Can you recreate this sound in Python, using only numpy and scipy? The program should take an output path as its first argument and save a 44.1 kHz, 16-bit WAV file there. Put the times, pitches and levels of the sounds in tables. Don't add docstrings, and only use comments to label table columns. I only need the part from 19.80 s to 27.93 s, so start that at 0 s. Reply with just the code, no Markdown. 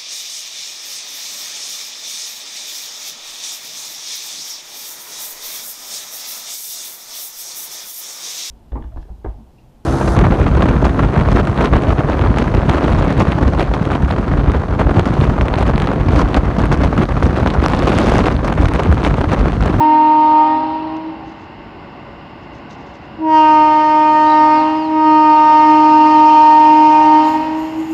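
import sys
import numpy as np
from scipy import signal
from scipy.fft import rfft, irfft, next_fast_len
from scipy.io import wavfile
from scipy.ndimage import uniform_filter1d, minimum_filter1d

SR = 44100
rng = np.random.default_rng(int(sys.argv[2]) if len(sys.argv) > 2 else 0)


def log_audio(samples):
    frames = np.atleast_2d(samples).T
    limited = np.clip(frames, -1, 1)
    pcm = np.round(limited * 32767).astype(np.int16)
    wavfile.write(sys.argv[1], SR, pcm)


N = 358533
T = np.arange(N) / SR

# frequency in Hz, density in dB per Hz.
RUMBLE_SPECTRUM = [(15, -46.5), (25, -22), (59, -2.5), (97, -4), (199, -2.5), (344, -2.5), (401, -8),
                   (484, -9), (528, -18.5), (565, -1.5), (605, -10.5), (730, -6.5), (1160, -10),
                   (1260, -19), (1500, -13.5), (1950, -49), (3300, -120)]
# frequency in Hz, density in dB per Hz.
HISS_SPECTRUM = [(1100, -27.5), (1500, -4), (1850, -0.5), (2100, 2), (2350, -8), (2780, 2), (3200, -12),
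                 (3800, -14.5), (5200, -16.5), (6000, -33), (7200, -30.5), (8500, -46.5), (15000, -43)]
RUMBLE_DB, HISS_DB = -35, -49
# time in seconds, background level offset in dB,
# level of the echoes from ahead in dB, treble tilt of the brassy overtones at 8 kHz in dB.
SLOW_CHANGES = [(0, 0, -21, -18), (2.2, 3, -18, -18), (3.3, 3, -19, -6), (4.4, -1.5, -20, 0.5),
                (5, 4, -21.5, 0), (5.8, -4.5, -17, -3), (6.6, -9, -15.5, -1), (7.4, 5, -17.5, 3),
                (8.13, 6, -20.5, -12)]

# start in seconds, length in seconds, highest pitch in Hz, level in dB.
WHISTLES = [(4.715, .125, 5000, -41), (4.94, .16, 5000, -44.5), (5.2, .13, 5050, -49),
            (5.49, .11, 4700, -45), (5.715, .12, 5000, -45), (6.02, .11, 4600, -44),
            (6.284, .13, 4500, -43), (6.56, .11, 4500, -47), (6.82, .12, 4500, -50), (7.37, .12, 4500, -48)]
WHISTLE_END_HZ = 3600

# start in seconds, length in seconds, level in dB.
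SCUFFS = [(0.348, 0.23, -58.5), (1.165, .008, -54), (1.44, .12, -61), (1.56, 0.11, -63), (2.6, .06, -67),
          (2.727, .07, -59), (2.892, 0.065, -53), (2.97, 0.077, -60), (3.057, 0.067, -57),
          (3.13, 0.053, -58), (3.21, .06, -64)]
# frequency in Hz, density in dB per Hz.
SCUFF_SPECTRUM = [(2000, -24.5), (3400, 7), (5000, 3.5), (6400, 3), (7600, -9.5), (9000, -26), (14000, -39)]

# frequency in Hz, width in Hz, relative level in dB.
RING_MODES = [(6900, 450, 6), (7950, 820, -10), (11280, 150, -1), (12150, 400, -7), (12550, 140, 3.5),
              (13300, 700, -12), (14400, 700, -14)]
# peak in seconds, level in dB before
# trim, decay in seconds.
RING_BURSTS = [(5.69, -66, .04), (7.48, -50, .13), (7.79, -55, .4), (8, -54, .15), (8.12, -51, .15)]
RING_RISE_S = .035

# opening in seconds, closing in seconds,
# full-pressure level of the second harmonic in dB.
BLASTS = [(-1, .62, -29.3), (3.325, 4.727, -24), (5.07, 7.35, -26.8)]
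# harmonic number, level in dB.
HORN_TONE = [(1, -8), (2, -17), (3, 0), (4, -13), (5, -26), (6, -24), (7, -29), (8, -30), (9, -28.5),
             (10, -32.5), (11, -42.5), (12, -45), (13, -49.5), (14, -40), (15, -43.5), (16, -43.5),
             (17, -42), (18, -47), (19, -51), (20, -52), (21, -58.5), (22, -55.5), (23, -60.5), (24, -62),
             (25, -62.5), (26, -65), (27, -66.5), (28, -75.5), (29, -76), (30, -83), (31, -77), (32, -81),
             (33, -77)]
# harmonic number, level in dB.
BACK_TONE = [(1, -5.5), (2, -15), (3, 1.5), (4, -7), (5, -15), (6, -21), (7, -18), (8, -19.5), (9, -27.5),
             (10, -21), (11, -23.5), (12, -28), (15, -25.5), (20, -37)]
# pitch ratio to the direct sound, relative level in dB.
BEHIND = [(.854, -32), (.86, -2), (.864, 0), (.87, -6), (.88, -14), (.896, -18), (.902, -6), (.908, -18),
          (.95, -28)]
# pitch ratio to the direct sound, relative level in dB.
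AHEAD = [(.84, -26), (.9, -16), (.94, -11), (.97, -6), (.995, 0), (1.012, -18), (1.1, -21), (1.14, -30)]
HORN_HZ, SHARP_HZ = 307.5, 14.7
SPEAK_S, DRAIN_S = .235, 1.48
SETTLE_S, SHARPEN_S = .55, .84
# loss when empty in dB, power of the pressure drop, lag in seconds.
STARVED = [(15, .94, 0), (45, 1.42, 0), (66, 1.01, 0), (110, 1.08, .025), (66, 1.1, .015), (52, 1.12, .04)]
STALL_PRESSURE = .64
# time in seconds, level in dB before trim.
BACK_LEVEL = [(.6, -28), (3.7, -36), (4.4, -37), (4.77, -26), (5.15, -36), (6.4, -31), (7.1, -29.5),
              (7.45, -25.5), (7.8, -31)]
# time in seconds, level in dB.
FUNDAMENTAL_LEVEL = [(.1, -17.6), (.9, -21.5), (3.6, -17.3), (4.05, -20.9), (4.7, -17.8), (5.36, -13.4),
                     (5.72, -21.6), (5.87, -13.7), (6.42, -14.3), (6.64, -20.3), (7, -12.8), (7.15, -18.7),
                     (7.3, -13.5), (7.55, -16), (7.64, -23), (7.72, -14), (7.83, -14.5), (7.9, -21),
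                     (7.98, -11.5)]
# time in seconds, level in dB.
THIRD_LEVEL = [(0.1, -9.5), (0.6, -9.2), (3.7, -8.0), (4.05, -11.1), (4.6, -9.5), (5.3, -10.1),
               (5.77, -7.4), (5.93, -9.4), (6.2, -7.6), (6.29, -9.6), (6.4, -6.9), (6.75, -5.8),
               (7.3, -8.2)]
# time in seconds, level in dB.
FOURTH_LEVEL = [(0.1, -33.8), (0.6, -25.8), (3.55, -25.9), (3.75, -19.6), (4.05, -23.8), (4.6, -20.5),
                (5.5, -19.7), (6.5, -22.1), (6.95, -30.1), (7.3, -25.3)]
# time in seconds, level in dB.
MIDDLE_LEVEL = [(.1, -38), (.7, -40.5), (3.6, -31.5), (4, -33), (4.55, -29.5), (5.3, -35), (5.85, -30.5),
                (6.2, -36), (6.75, -36.5), (7.2, -32)]
# time in seconds, level in dB.
BRASS_LEVEL = [(.7, -40.5), (3.58, -32), (4, -38.5), (4.6, -36.5), (5.25, -37.5), (5.7, -35.5),
               (6.6, -35.5), (7.3, -38)]
TOP_HZ = 15480


def undb(db):
    return 10 ** (np.asarray(db) / 20)


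def unit(x):
    return x / np.sqrt(np.mean(np.abs(x) ** 2))


def curve(rows):
    seconds, *columns = np.transpose(rows)
    return [np.interp(T, seconds, column) for column in columns]


def walk(rate):
    steps = rng.standard_normal(1024)
    fine = len(steps) * 8
    return np.interp(T * rate + rng.random(), np.arange(fine) / 8, signal.resample(steps, fine))


def noise(gain_at):
    size = next_fast_len(N, True)
    gain = gain_at(np.fft.rfftfreq(size, 1 / SR) + 1)
    white = rfft(rng.standard_normal(size))
    return unit(irfft(white * gain, size)[:N])


def coloured(points):
    hz, db = np.transpose(points)
    return noise(lambda f: undb(np.interp(np.log(f), np.log(hz), db, left=-90, right=-90)))


def swell(start, length):
    along = np.clip((T - start) / length, 0, 1)
    return np.sqrt(np.abs(np.sin(np.pi * along)))


def distance(swell_db=.6, rumble_share=.05):
    offset_db, _, _ = curve(SLOW_CHANGES)
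    rumble = coloured(RUMBLE_SPECTRUM) * undb(RUMBLE_DB + rumble_share * offset_db + swell_db * walk(9.3))
    hiss = coloured(HISS_SPECTRUM) * undb(HISS_DB + offset_db)
    return rumble + hiss


def scuffs(grit_db=3):
    drags = sum(undb(db) * swell(start, length) for start, length, db in SCUFFS)
    return coloured(SCUFF_SPECTRUM) * undb(grit_db * walk(140)) * drags


def bird(rasp_db=-38, rasp_hz=3720, arch_hz=220, rasp_width_hz=130, crest=.22):
    rasp = swell(4.435, .16)
    rough = noise(lambda f: np.exp(-(f / rasp_width_hz) ** 2 / 2))
    rasp_phase = 2 * np.pi * np.cumsum(rasp_hz + arch_hz * rasp ** 2) / SR
    out = undb(rasp_db) * rasp * rough * np.sin(rasp_phase)
    quaver_hz = 35 * walk(110)
    for start, length, high_hz, db in WHISTLES:
        along = np.clip((T - start) / length, 0, 1)
        fall = np.abs((along - crest) / (1 - crest)) ** 1.4
        hz = high_hz + (WHISTLE_END_HZ - high_hz) * fall + quaver_hz
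        out = out + undb(db) * swell(start, length) * np.sin(2 * np.pi * np.cumsum(hz) / SR)
    return out


def rails(level_db=2, shimmer_db=.6):
    def resonances(f):
        return np.sqrt(sum(undb(2 * db) / (1 + (2 * (f - hz) / width) ** 2) for hz, width, db in RING_MODES))

    bursts = []
    for peak, db, decay_s in RING_BURSTS:
        fade = np.maximum((peak - T) / RING_RISE_S, (T - peak) / decay_s)
        bursts.append(undb(db) * np.exp(-fade))
    return noise(resonances) * np.linalg.norm(bursts, axis=0) * undb(level_db + shimmer_db * walk(40))


def pressure_drop(fill_s, drain_s):
    drop = np.ones(N)
    for opens, closes, _ in BLASTS:
        filling = np.interp(opens, T, drop) * np.clip(1 - (T - opens) / fill_s, 0, 1) ** 2
        draining = np.maximum(T - closes, 0) / drain_s
        drop = np.where(T < opens, drop, np.minimum(filling + draining, 1))
    return drop


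def linger(gain, seconds):
    keep = np.exp(-1 / (seconds * SR))
    power, _ = signal.lfilter([1 - keep], [1, -keep], gain ** 2, zi=[gain[0] ** 2])
    return np.sqrt(power)


def scattered(hz, reflectors):
    ratio, db = np.transpose(reflectors)
    return noise(lambda f: undb(np.interp(f / hz, ratio, db, left=-120, right=-120)))


def back_echo(level_db=-1.2, delay_s=.15, tail_s=.16, starved_db=52):
    harmonics, tone_db = np.transpose(BACK_TONE)
    chord = sum(undb(np.interp(k, harmonics, tone_db)) * scattered(k * HORN_HZ, BEHIND) for k in range(1, 21))
    drop = np.interp(T - delay_s, T, pressure_drop(SPEAK_S, DRAIN_S))
    strength_db, = curve(BACK_LEVEL)
    return chord * linger(undb(-starved_db * drop), tail_s) * undb(level_db + strength_db)


def blast_levels():
    drop = pressure_drop(SPEAK_S, DRAIN_S)
    second_level = [(s, db) for opens, closes, db in BLASTS for s in (opens, closes)]
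    levels = (FUNDAMENTAL_LEVEL, second_level, THIRD_LEVEL, FOURTH_LEVEL, MIDDLE_LEVEL, BRASS_LEVEL)
    gains = []
    for rows, (loss_db, power, lag_s) in zip(levels, STARVED):
        full_db, = curve(rows)
        late = np.interp(T - lag_s, T, drop)
        sounding = np.clip((1 - late) / STALL_PRESSURE, 0, 1) ** 2
        gains.append(sounding * undb(full_db - loss_db * late ** power))
    return gains


def horn(top_db=2, brass_limit_db=-16, flutter_db=.35, weak_flutter_db=4.5, fade_db=2.2, shimmer_db=1.9,
         wobble=.02, echo_s=.25, echo_rise_db=9, bass_echo_db=-2, top_echo_db=-5.5, bite_db=50):
    hz = HORN_HZ + SHARP_HZ * pressure_drop(SETTLE_S, SHARPEN_S)
    drop = pressure_drop(SPEAK_S, DRAIN_S)
    _, wet_db, tilt_db = curve(SLOW_CHANGES)
    phase = 2 * np.pi * np.cumsum(hz) / SR
    *low, middle, brass = blast_levels()
    tone = undb(np.array(HORN_TONE)[:, 1])
    middle = middle / np.linalg.norm(tone[4:7])
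    brass = np.minimum(brass, low[2] * undb(brass_limit_db)) / np.linalg.norm(tone[7:10])
    wet, air, out = undb(wet_db), walk(9), 0
    for k, share in enumerate(tone, 1):
        height = np.clip(np.log2(k / 10), 0, 1)
        if k <= len(low):
            gain = low[k - 1]
            fading_db = (flutter_db + weak_flutter_db * drop) * walk(20)
        else:
            fading_db = fade_db * walk(5) + shimmer_db * walk(26)
            if k < 8:
                gain = share * middle
            else:
                treble_db = (top_db - bite_db * drop) * height + tilt_db * (k * hz / 8000) ** 2
                gain = share * brass * undb(treble_db)
        waver = wobble * k * (air + .5 * walk(30))
        direct = np.sqrt(2) * np.sin(k * phase + waver + 2 * np.pi * rng.random())
        scatter_db = bass_echo_db if k <= 3 else echo_rise_db * np.log2(k / 3) + top_echo_db * height
        echo = linger(gain, echo_s) * wet * undb(scatter_db) * scattered(k * HORN_HZ, AHEAD)
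        out = out + gain * undb(fading_db) * direct + echo
    return out


def scene():
    return (horn() + back_echo() + distance() + rails() + bird() + scuffs())[None]


def record(dry, drive_db=.25):
    fade_in = np.sin(np.pi / 2 * np.minimum(T / .008, 1)) ** 2
    dry = dry * undb(drive_db) * fade_in
    headroom = minimum_filter1d(1 / np.maximum(np.abs(dry), 1), size=501)
    limited = dry * uniform_filter1d(headroom, size=501)
    return signal.sosfilt(signal.ellip(10, .2, 80, TOP_HZ, fs=SR, output="sos"), limited)


dry = scene()
out = record(dry)
log_audio(out)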